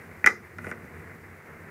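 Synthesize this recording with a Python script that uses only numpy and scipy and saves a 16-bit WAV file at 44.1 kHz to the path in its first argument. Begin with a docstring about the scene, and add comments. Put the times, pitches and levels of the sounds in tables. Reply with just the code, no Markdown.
"""Quiet room air comes first: noise shaped by a spectrum, flickering slowly, over a narrow-band noise hum.
From 0.24 s a flat plastic make-up compact on a wooden table snaps shut in a few quick contacts; each one
excites decaying modes of case and table and a short bright crack, and a tail of dying noise follows.
From 0.58 s fingertips tap the case and slide over it, as hiss and small random slips that ring the modes.
Near 1 s a faint rustle is heard as the hand leaves, and the air remains."""
import sys
import numpy as np
from scipy import signal
from scipy.fft import rfft, irfft
from scipy.io import wavfile

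SR = 44100
rng = np.random.default_rng(int(sys.argv[2]) if len(sys.argv) > 2 else 0)


def wav_record(signal):
    """Record a signal, one row per channel, as 16-bit PCM in the file named by sys.argv[1]."""
    frames = np.transpose(np.atleast_2d(signal))
    bounded = np.clip(frames, -1, 1)
    # unit amplitude maps onto the largest positive 16-bit level
    quanta = np.round(bounded * 32767).astype(np.int16)
    wavfile.write(sys.argv[1], SR, quanta)


def invert_db(x):
    """Field ratio 10**(x/20) for x, a level in decibels (scalar or array-like)."""
    u = np.asarray(x, float) / 20
    return 10 ** u


N = 74970


def rms_one(x):
    """Normalisation: mean power is set to 1."""
    return x / np.sqrt(np.mean(x ** 2) + 1e-20)


def at_hz(points, hz):
    """Interpolation on a logarithmic frequency axis, as pitch is heard."""
    table_hz, values = np.transpose(points)
    return np.interp(np.log(hz), np.log(table_hz), values)


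def in_time(rows, outside=None):
    """Envelope: linear interpolation between breakpoints at every sample."""
    times_s, values = np.transpose(rows)
    return np.interp(np.arange(N) / SR, times_s, values, outside, outside)


def coloured(x, spectrum):
    """Linear filtering: multiplication by a gain curve in the frequency domain."""
    hz = np.maximum(np.arange(len(x) // 2 + 1) * SR / len(x), 1)
    return irfft(rfft(x) * invert_db(at_hz(spectrum, hz)), len(x))


def drift(rate_hz):
    """Slow random modulation: low-passed noise of rms 1, computed at every 40th sample."""
    r = np.exp(-2 * np.pi * rate_hz * 40 / SR)
    # the first 2000 values let the filter settle
    slow = signal.lfilter([1], [1, -2 * r, r * r], rng.standard_normal(N // 40 + 2002))[2000:]
    return np.interp(np.arange(N) / 40, np.arange(len(slow)), rms_one(slow))


# room air spectrum: pitch_hz [Hz], level_db [dB, relative]
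AIR_SPECTRUM = [(18, -60), (30, -38), (53, -18), (68, -15), (90, 3.5), (118, -16.5), (157, -0.5),
                (199, -10.5), (233, -4.5), (259, -14), (364, -7.5), (473, -10), (512, -12.5), (554, -15.5),
                (1130, -16), (2060, -11), (3220, -38.5), (14800, -37.5), (16000, -30.5)]
# rise and fall of the air: time_s [s], level_db [dB; the mean counts fully, departures from it in part]
AIR_LEVEL_CURVE = [(0.0, -48), (0.17, -48.5), (0.288, -55.5), (0.59, -51), (0.794, -48.5), (1.43, -52),
                   (1.7, -50.5)]


def air():
    """Broadband noise with slow amplitude modulation, plus a hum: noise through a narrow resonance."""
    noise_gain_db, swing_share = 4, 0.47
    hum_hz, hum_width_hz, hum_db = 90, 56, -59.5
    level_db = in_time(AIR_LEVEL_CURVE)
    mean_db = level_db.mean()
    noise = rms_one(coloured(rng.standard_normal(N), AIR_SPECTRUM))
    bass = signal.sosfiltfilt(signal.butter(2, 300, fs=SR, output="sos"), noise)
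    hiss = signal.sosfiltfilt(signal.butter(4, 2900, "high", fs=SR, output="sos"), noise)
    middle = noise - bass - hiss
    # flicker: rms depth in dB, rate in Hz; least in the hiss
    bass = bass * invert_db(2.0 * drift(7.7))
    middle = middle * invert_db(1.5 * drift(25.5))
    hiss = hiss * invert_db(0.66 * drift(11))
    r = np.exp(-np.pi * hum_width_hz / SR)
    resonance = [1, -2 * r * np.cos(2 * np.pi * hum_hz / SR), r * r]
    hum = signal.lfilter([1, 0, -1], resonance, rng.standard_normal(N + SR))[SR:]
    air_db = mean_db + noise_gain_db + swing_share * (level_db - mean_db)
    return invert_db(air_db) * (bass + middle + hiss) + invert_db(hum_db) * rms_one(hum)


def ring(clicks, hz, t60):
    """Damped resonance: a unit click starts a decaying sine of height 1."""
    r, w = invert_db(-60 / (t60 * SR)), 2 * np.pi * hz / SR
    return signal.lfilter([0, np.sin(w)], [1, -2 * r * np.cos(w), r * r], clicks + 1e-18)


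def strike(modes, start_s, level_db):
    """Modal superposition: each contact excites every mode, with a random strength for each pair."""
    spread_db = 1.5 * rng.standard_normal((len(start_s), len(modes)))
    out = 0
    for k, (hz, mode_db, t60) in enumerate(modes):
        clicks = np.zeros(N)
        clicks[(start_s * SR).astype(int)] = invert_db(level_db + mode_db + spread_db[:, k])
        out = out + (-1) ** k * ring(clicks, hz, t60)  # neighbours in opposite phase
    return out


def band_passed(x):
    """Band limiting: the case's ring is heard only between two steep edges in Hz."""
    return signal.sosfilt(signal.butter(3, [640, 2640], "band", fs=SR, output="sos"), x)


# upper modes of the case: pitch_hz [Hz], level_db [dB, relative], t60_s [s]
UPPER_MODES = [(1752, -4, 0.013), (1991, 2.5, .022), (2360, -3, 0.01), (2790, -27, 0.049)]
# lower modes of the case: pitch_hz [Hz], level_db [dB, relative], t60_s [s]
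LOWER_MODES = [(973, -11, 0.01), (1199, -4.5, 0.016), (1470, 1.5, 0.022)]


def case_ring(start_s, ring_db, lower_db):
    """Modal vibration of the plastic shell: contacts weight its upper and lower modes differently."""
    upper = strike(UPPER_MODES, start_s, ring_db)
    lower = strike(LOWER_MODES, start_s, ring_db + lower_db)
    return band_passed(upper + lower)


# table top modes: pitch_hz [Hz], level_db [dB, relative], t60_s [s]
TABLE_MODES = [(94, -19.5, 0.12), (206, -6, 0.044), (260, -7.5, 0.061), (362, -5, 0.061), (485, -3, 0.037),
               (624, -8, 0.044), (740, -9.5, 0.038)]


def table_thud(start_s, thud_db):
    """Contact softness: a yielding contact excites the table top through a two-pole low-pass."""
    soft_hz = 1020
    r = np.exp(-2 * np.pi * soft_hz / SR)
    return signal.lfilter([(1 - r) ** 2], [1, -2 * r, r * r], strike(TABLE_MODES, start_s, thud_db))


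# crack spectrum: pitch_hz [Hz], level_db [dB, relative]
CRACK_SPECTRUM = [(1760, -8.5), (3000, -0.5), (4050, -13.5), (4500, -17), (5200, -2.5), (6100, -7),
                  (7940, -13.5), (9270, -7.5), (16000, -30)]


def crack(start_s, crack_db):
    """Impact noise: each contact opens an exponentially decaying burst of bright noise."""
    t60_s = 0.0063
    clicks = np.zeros(N)
    clicks[(start_s * SR).astype(int)] = invert_db(crack_db)
    envelope = signal.lfilter([1], [1, -invert_db(-60 / (t60_s * SR))], clicks)
    return envelope * rms_one(coloured(rng.standard_normal(N), CRACK_SPECTRUM))


# contacts on the case, lid snap then fingertips: start_s [s], ring_db [dB],
# lower_db [dB, lower modes relative to ring_db], thud_db [dB, table], crack_db [dB]
CASE_CONTACTS = [(.2426, -8.5, -10, -25, -38), (.2438, -19, -21, -37, -39.5),
                 (0.2618, -8.5, -1, -30, -15.5), (0.2638, -10.5, -16, -53, -21),
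                 (0.266, -13.5, -7, -62, -30), (0.2712, -4.5, -6, -21, -21), (0.2736, -6, -5, -25, -30),
                 (.2770, -17.5, -10, -44, -35), (0.5846, -37.5, 1.5, -40, -44),
                 (.5875, -35.5, 6.5, -37.5, -62), (0.6449, -43, 9, -39, -49.5),
                 (0.6673, -32.5, -1, -26.5, -45.5), (0.7137, -30, -4, -30, -41.5),
                 (0.7155, -30.5, 6, -57, -51), (.7240, -33, -3, -51, -58), (0.7742, -57, 6.5, -63, -70),
                 (0.8429, -47, -1, -37.5, -59)]


def contacts():
    """Impact excitation: each contact sums a case ring, a table thud and a crack."""
    start_s, ring_db, lower_db, thud_db, crack_db = np.transpose(CASE_CONTACTS)
    return case_ring(start_s, ring_db, lower_db) + table_thud(start_s, thud_db) + crack(start_s, crack_db)


# decay time of the room tail: pitch_hz [Hz], t60_s [s]
TAIL_DECAY = [(150, 0.9), (400, 0.35), (700, 0.14), (1800, 0.21), (3000, 0.06), (5000, 0.31), (9000, 0.15),
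              (14000, 0.4)]
# strength of the room tail: pitch_hz [Hz], level_db [dB, relative]
TAIL_LEVEL = [(150, -1.5), (400, -5.5), (700, 6), (1800, -14), (3000, -8), (4000, -0.5), (5000, -7.5),
              (9000, -8), (14000, -13)]


def room(x):
    """Diffuse reverberation: convolution with noise that decays exponentially band by band."""
    build_up_s = 0.0047
    t, tail = np.arange(SR // 2) / SR, 0
    white = rng.standard_normal((2, len(t)))  # neighbouring bands take different noise
    edges_hz = np.geomspace(30, 17000, 34)[4:]
    for k, (low, high) in enumerate(zip(edges_hz, edges_hz[1:])):
        hz = np.sqrt(low * high)
        band = signal.sosfilt(signal.butter(2, [low, high], "band", fs=SR, output="sos"), white[k % 2])
        t60 = at_hz(TAIL_DECAY, hz)
        decay = invert_db(at_hz(TAIL_LEVEL, hz) - 60 * t / t60)
        tail = tail + band * decay / np.sqrt(t60 * SR / 13.2)  # offsets the energy of a longer decay
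    return signal.fftconvolve(x, tail * np.minimum(t / build_up_s, 1))[:N]


# fingers sliding on the lid, then a faint rustle as the hand leaves:
# time_s [s], level_db [dB, common to hiss, case and table]
SLIDE_LEVEL = [(0.6, -79), (0.625, -66.5), (0.67, -58.5), (0.705, -60.5), (0.73, -70), (0.76, -90),
               (0.95, -78), (0.995, -66.5), (1.06, -84), (1.1, -94)]
# hiss of skin on the lid: pitch_hz [Hz], level_db [dB, relative]
SLIDE_HISS_SPECTRUM = [(2060, -34), (3500, -15), (4490, -11), (6360, -2), (7650, -4), (8740, 3),
                       (16000, -10)]


def slide():
    """Stick-slip friction: skin catches on the lid, giving hiss and slips that ring case and table."""
    slips_per_s, case_db, table_db = 540, 16, 13
    level = invert_db(in_time(SLIDE_LEVEL, outside=-120))
    happens = rng.random(N) < slips_per_s / SR
    strength = invert_db(1.5 * rng.exponential(1, N))
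    slips = happens * strength * rng.choice([-1, 1], N)
    case = sum(invert_db(db) * ring(slips, hz, t60) for hz, db, t60 in UPPER_MODES + LOWER_MODES)
    table = sum(invert_db(db) * ring(slips, hz, t60) for hz, db, t60 in TABLE_MODES)
    hiss = rms_one(coloured(rng.standard_normal(N), SLIDE_HISS_SPECTRUM))
    hiss = hiss * invert_db(2.0 * drift(60))
    return level * (hiss + invert_db(case_db) * rms_one(band_passed(case)) + invert_db(table_db) * rms_one(table))


def scene():
    """Superposition: air, contacts with their reverberation, and the slide add linearly."""
    hits = contacts()
    mix = air() + hits + room(hits) + slide()
    return mix[None]  # one channel


def band_limit(x):
    """A steep low-pass at the top of the band."""
    return signal.sosfilt(signal.butter(12, 16820, fs=SR, output="sos"), x)


def record(dry):
    """Saturation and band limiting: peaks are rounded, then the top and the deep bass are cut."""
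    ceiling, top_hz, bass_cut_hz = .97, 16000, 52
    x = ceiling * np.tanh(dry / ceiling)
    # 70 dB down from just above top_hz
    x = signal.sosfilt(signal.cheby2(12, 70, top_hz * 1.04, fs=SR, output="sos"), x)
    x = signal.sosfilt(signal.butter(2, bass_cut_hz, "high", fs=SR, output="sos"), x)
    return band_limit(x)


dry = scene()
out = record(dry)
wav_record(out)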